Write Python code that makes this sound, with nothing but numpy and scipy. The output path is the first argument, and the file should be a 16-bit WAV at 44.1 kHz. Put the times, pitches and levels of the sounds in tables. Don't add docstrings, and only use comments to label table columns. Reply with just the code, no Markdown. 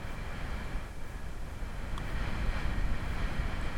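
import sys
import numpy as np
from scipy import signal
from scipy.fft import rfft, irfft
from scipy.io import wavfile
from scipy.ndimage import uniform_filter1d

SR = 44100
rng = np.random.default_rng(int(sys.argv[2]) if len(sys.argv) > 2 else 0)


def generate_wav(sig):
    pcm = np.round(np.clip(np.atleast_2d(sig).T, -1, 1) * 32767).astype(np.int16)
    wavfile.write(sys.argv[1], SR, pcm)


def voltage_ratio(decibels):
    exponent = np.asarray(decibels, float) / 20
    return 10 ** exponent


N = 166257

# (time [s], port rush level [dB], capsule buffeting level [dB])
GUST = [(0, -46.5, -40), (.22, -47, -41), (.42, -45, -38.5), (.76, -46.5, -37.5), (.86, -49, -43),
        (.92, -53, -42), (1.15, -50.5, -40), (1.45, -52, -39.5), (1.6, -49.5, -40.5), (1.96, -47, -36.5),
        (2.3, -42, -34.5), (2.45, -44, -33), (2.59, -41, -38), (2.76, -45.5, -30.5), (3.1, -44.5, -34.5),
        (3.19, -42, -35.5), (3.4, -44, -34), (3.77, -43, -38.5)]
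# (frequency [Hz], density [dB per Hz])
HISS_COLOUR = [(1500, -39), (2500, -4), (4800, -6.5), (7000, -7.5), (10100, -10), (13000, -15),
               (17000, -22.5)]
# (frequency [Hz], peak level [dB], phase wander [rad])
WHINES = [(7484, -83, .6), (9729, -79, 3.0), (15734, -91, .6)]
# (start [s], end [s], frequency [Hz], width [Hz], level [dB rms])
CORDS = [
    (.3, 1.285, 1680, 45, -62),
    (1.97, 3.8, 1870, 70, -58),
    (0, 1.1, 2350, 56, -65),
]
# (frequency [Hz], level [dB], T60 [s])
KNOCK_MODES = [(1110, -27, .009), (3330, -35, .011)]
# (frequency [Hz], density [dB per Hz])
CRACK_COLOUR = [(800, -4), (2000, -2), (3400, -4), (4400, -10), (7500, -8), (11000, -13), (14000, -25),
                (15500, -45)]
# (time [s], level [dB], pitch factor [ratio])
TICKS = [
    (3.6122, -50, 1.0),
    (3.637, -58, 1.0),
    (3.655, -57, 1.0),
]
# (frequency [Hz], level [dB], T60 [s])
TICK_MODES = [(4300, -4, .018), (6700, -9, .015), (7950, 0, .018), (8500, -3, .015), (11200, -8, .02)]
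# (frequency [Hz], density [dB per Hz])
RUSH_COLOUR = [(200, -10), (400, -0.5), (800, -1), (1400, -3.5), (2200, -6), (3500, -13.5), (5500, -28),
               (10000, -37.5)]
# (frequency [Hz], width [Hz], lift [dB], negative = notch)
HOLLOWS = [(542, 53, 2), (1386, 110, 3), (1640, 150, 2.5), (1880, 200, 2.5), (2140, 130, -1),
           (2344, 127, 6.5), (2777, 410, -5), (3137, 160, 5.5), (3673, 240, -9.5), (4000, 80, 3.5),
           (4310, 280, 4), (5090, 300, 4.5)]
# (frequency [Hz], density [dB per Hz])
BUFFET_COLOUR = [(10, 1.5), (30, -2.5), (55, -6), (95, -13), (235, -20.5), (270, -25.5), (320, -25.5),
                 (370, -35)]
# (time [s], peak level [dB], length [s],
# sign [+1 push, -1 suck])
EDDIES = [(.05, -27.5, 0.0082, -1), (0.547, -27.5, 0.011, -1), (0.555, -35, .014, 1),
          (0.749, -27, 0.0093, -1), (1.023, -28.5, 0.018, 1), (1.311, -32, 0.015, 1), (1.369, -31, .016, 1),
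          (1.424, -29, 0.014, -1), (1.625, -27.5, 0.015, -1), (1.635, -32, 0.014, 1),
          (2.149, -22, 0.014, -1), (2.491, -20, .011, -1), (2.655, -21, 0.0096, 1), (2.805, -22, 0.016, -1),
          (2.923, -22.5, 0.018, 1), (3.246, -25.5, 0.0092, 1), (3.399, -22.5, 0.0066, -1),
          (3.458, -24, .01, -1), (3.667, -25.5, 0.017, -1), (3.772, -27, 0.013, -1)]


def level(x, rms_db):
    return x * voltage_ratio(rms_db) / np.sqrt(np.mean(x ** 2))


def smooth_twice(x, first, second):
    return uniform_filter1d(uniform_filter1d(x, first), second)


def walk(rate_hz):
    hold = int(SR / rate_hz)
    steps = np.repeat(rng.standard_normal(N // 100), hold)[:N + 2 * hold]
    return 1.06 * smooth_twice(steps, hold, hold)[:N]


def noise(colour, lift_db=0, edge_db_per_octave=-24):
    hz = np.maximum(np.fft.rfftfreq(N, 1 / SR), 1)
    table_hz, table_db = np.array(colour).T
    octaves_below = np.maximum(np.log2(table_hz[0] / hz), 0)
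    octaves_above = np.maximum(np.log2(hz / table_hz[-1]), 0)
    colour_db = np.interp(np.log(hz), np.log(table_hz), table_db)
    edge_db = edge_db_per_octave * (octaves_below + octaves_above)
    return hz, rfft(rng.standard_normal(N)) * voltage_ratio(colour_db + edge_db + lift_db)


def gusty(hz, spectrum, centres_hz, gust_db, pivot_hz, brighten, shared_db, own_db, rate_hz):
    out = 0
    shared = walk(rate_hz)
    slow = int(0.2 * SR)
    place = np.interp(np.log(hz), np.log(centres_hz), np.arange(len(centres_hz)))
    for k, centre_hz in enumerate(centres_hz):
        weight = np.maximum(1 - np.abs(place - k), 0)
        band = irfft(spectrum * weight, N) * voltage_ratio(shared_db * shared + own_db * walk(rate_hz))
        band = band * np.sqrt(np.mean(band ** 2) / smooth_twice(band ** 2, slow, slow // 2))
        tilt_db_per_db = brighten * np.log2(centre_hz / pivot_hz)
        out = out + band * voltage_ratio(tilt_db_per_db * (gust_db - np.mean(gust_db)))
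    return out * voltage_ratio(gust_db) / np.sqrt(np.mean(out ** 2))


def ring(start_s, modes, rise_s):
    t = np.maximum(np.arange(N) / SR - start_s, 0)
    swell = np.minimum(t / rise_s, 1) ** 2
    out = 0
    for hz, db, t60_s in modes:
        decay_db = -60 * np.maximum(t - rise_s, 0) / t60_s
        out = out + voltage_ratio(db + decay_db) * swell * np.sin(2 * np.pi * hz * t)
    return out


def circuit():
    t = np.arange(N) / SR
    hiss = level(irfft(noise(HISS_COLOUR, edge_db_per_octave=-6)[1], N), -61.5) * voltage_ratio(0.46 * walk(12))
    whines = 0
    for hz, db, wander_rad in WHINES:
        phase = 2 * np.pi * hz * t + wander_rad * walk(30)
        whines = whines + voltage_ratio(db + 1.5 * walk(8)) * np.sin(phase)

    first_s, every_s, long_s = 0.041, 1.0, 0.117
    f = np.fft.rfftfreq(N, 1 / SR)
    white = rfft(rng.standard_normal(N))
    high = level(irfft(white * np.exp(-((f - 15600) / 1800) ** 2), N), -73)
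    broad = level(irfft(white * np.exp(-((f - 9000) / 3500) ** 2), N), -71.5)
    gate = 1.0 * ((t - first_s) % every_s < long_s)
    burst = uniform_filter1d(gate, 700) * voltage_ratio(2.5 * walk(30)) * (high + broad)
    return hiss + whines + burst


def cords():
    t, f = np.arange(N) / SR, np.fft.rfftfreq(N, 1 / SR)
    fade_s = 0.1
    out = 0
    for start_s, end_s, hz, width_hz, db in CORDS:
        resonance = 1 / (1 + (2 * (f - hz) / width_hz) ** 2)
        tone = irfft(rfft(rng.standard_normal(N)) * resonance, N)
        tone = level(tone * voltage_ratio(2.5 * walk(10)), db)
        out = out + tone * np.clip(np.minimum(t - start_s, end_s - t) / fade_s + 0.5, 0, 1)
    return out


def buckle():
    knock_s, knock_rise_s = 1.9772, 0.0031
    crack_rise_s, crack_hold_s, crack_t60_s = 0.0012, 0.0025, 0.028
    t = np.arange(N) / SR - knock_s
    decay_db = -60 * np.maximum(t - crack_hold_s, 0) / crack_t60_s
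    envelope = np.clip(t / crack_rise_s, 0, 1) * voltage_ratio(decay_db)
    crack = level(irfft(noise(CRACK_COLOUR)[1], N), -45) * envelope
    ticks = 0
    for start_s, db, pitch in TICKS:
        modes = [(hz * pitch, mode_db, t60_s) for hz, mode_db, t60_s in TICK_MODES]
        ticks = ticks + voltage_ratio(db) * ring(start_s, modes, 0.0013)
    return ring(knock_s, KNOCK_MODES, knock_rise_s) + crack + ticks


def rush(gust_db):
    f = np.fft.rfftfreq(N, 1 / SR)
    lift_db = sum(db / (1 + (2 * (f - hz) / width_hz) ** 2) for hz, width_hz, db in HOLLOWS)
    hz, spectrum = noise(RUSH_COLOUR, lift_db)
    centres_hz = 300 * 2 ** np.arange(0, 5.5, 0.5)
    return gusty(hz, spectrum, centres_hz, gust_db, pivot_hz=1160, brighten=0.31,
                 shared_db=1.0, own_db=0.53, rate_hz=16)


def buffet(gust_db, rush_db):
    hz, spectrum = noise(BUFFET_COLOUR)
    centres_hz = 16 * 2 ** np.arange(0, 5.5, 0.5)
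    rumble = voltage_ratio(2) * gusty(hz, spectrum, centres_hz, gust_db, pivot_hz=43, brighten=0.068,
                            shared_db=0.66, own_db=1.0, rate_hz=12)

    split_hz, small_lift_db = 106, 10.5
    small = irfft(rfft(rumble) / (1 + (split_hz / hz) ** 4), N)
    rumble = rumble + small * (voltage_ratio(0.66 * (rush_db + small_lift_db - gust_db)) - 1)
    deep = irfft(rfft(rumble) * np.minimum(60 / hz, 1), N)

    rebound, calm_share = 0.36, 0.38
    t = np.arange(N) / SR
    thumps, calm = 0, 0
    for time_s, db, long_s, sign in EDDIES:
        u = (t - time_s) / long_s
        push = (1 + rebound) * np.exp(-np.abs(1.92 * u) ** 1.62)
        swing_back = rebound * np.exp(-(u / 2.7) ** 2)
        thumps = thumps + np.sign(sign) * voltage_ratio(db) * (push - swing_back)
        calm = np.maximum(calm, np.exp(-(u / 1.64) ** 2))
    return rumble - calm_share * calm * deep + thumps


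def scene():
    t = np.arange(N) / SR
    time_s, rush_points_db, buffet_points_db = np.array(GUST).T
    rush_db = np.interp(t, time_s, rush_points_db)
    buffet_db = np.interp(t, time_s, buffet_points_db)
    mix = circuit() + cords() + buckle() + rush(rush_db) + buffet(buffet_db, rush_db)
    return mix[None]


def roll_off(x):
    return signal.sosfilt(signal.butter(12, 17140, fs=SR, output="sos"), x)


def record(dry):
    return roll_off(dry)


dry = scene()
out = record(dry)
generate_wav(out)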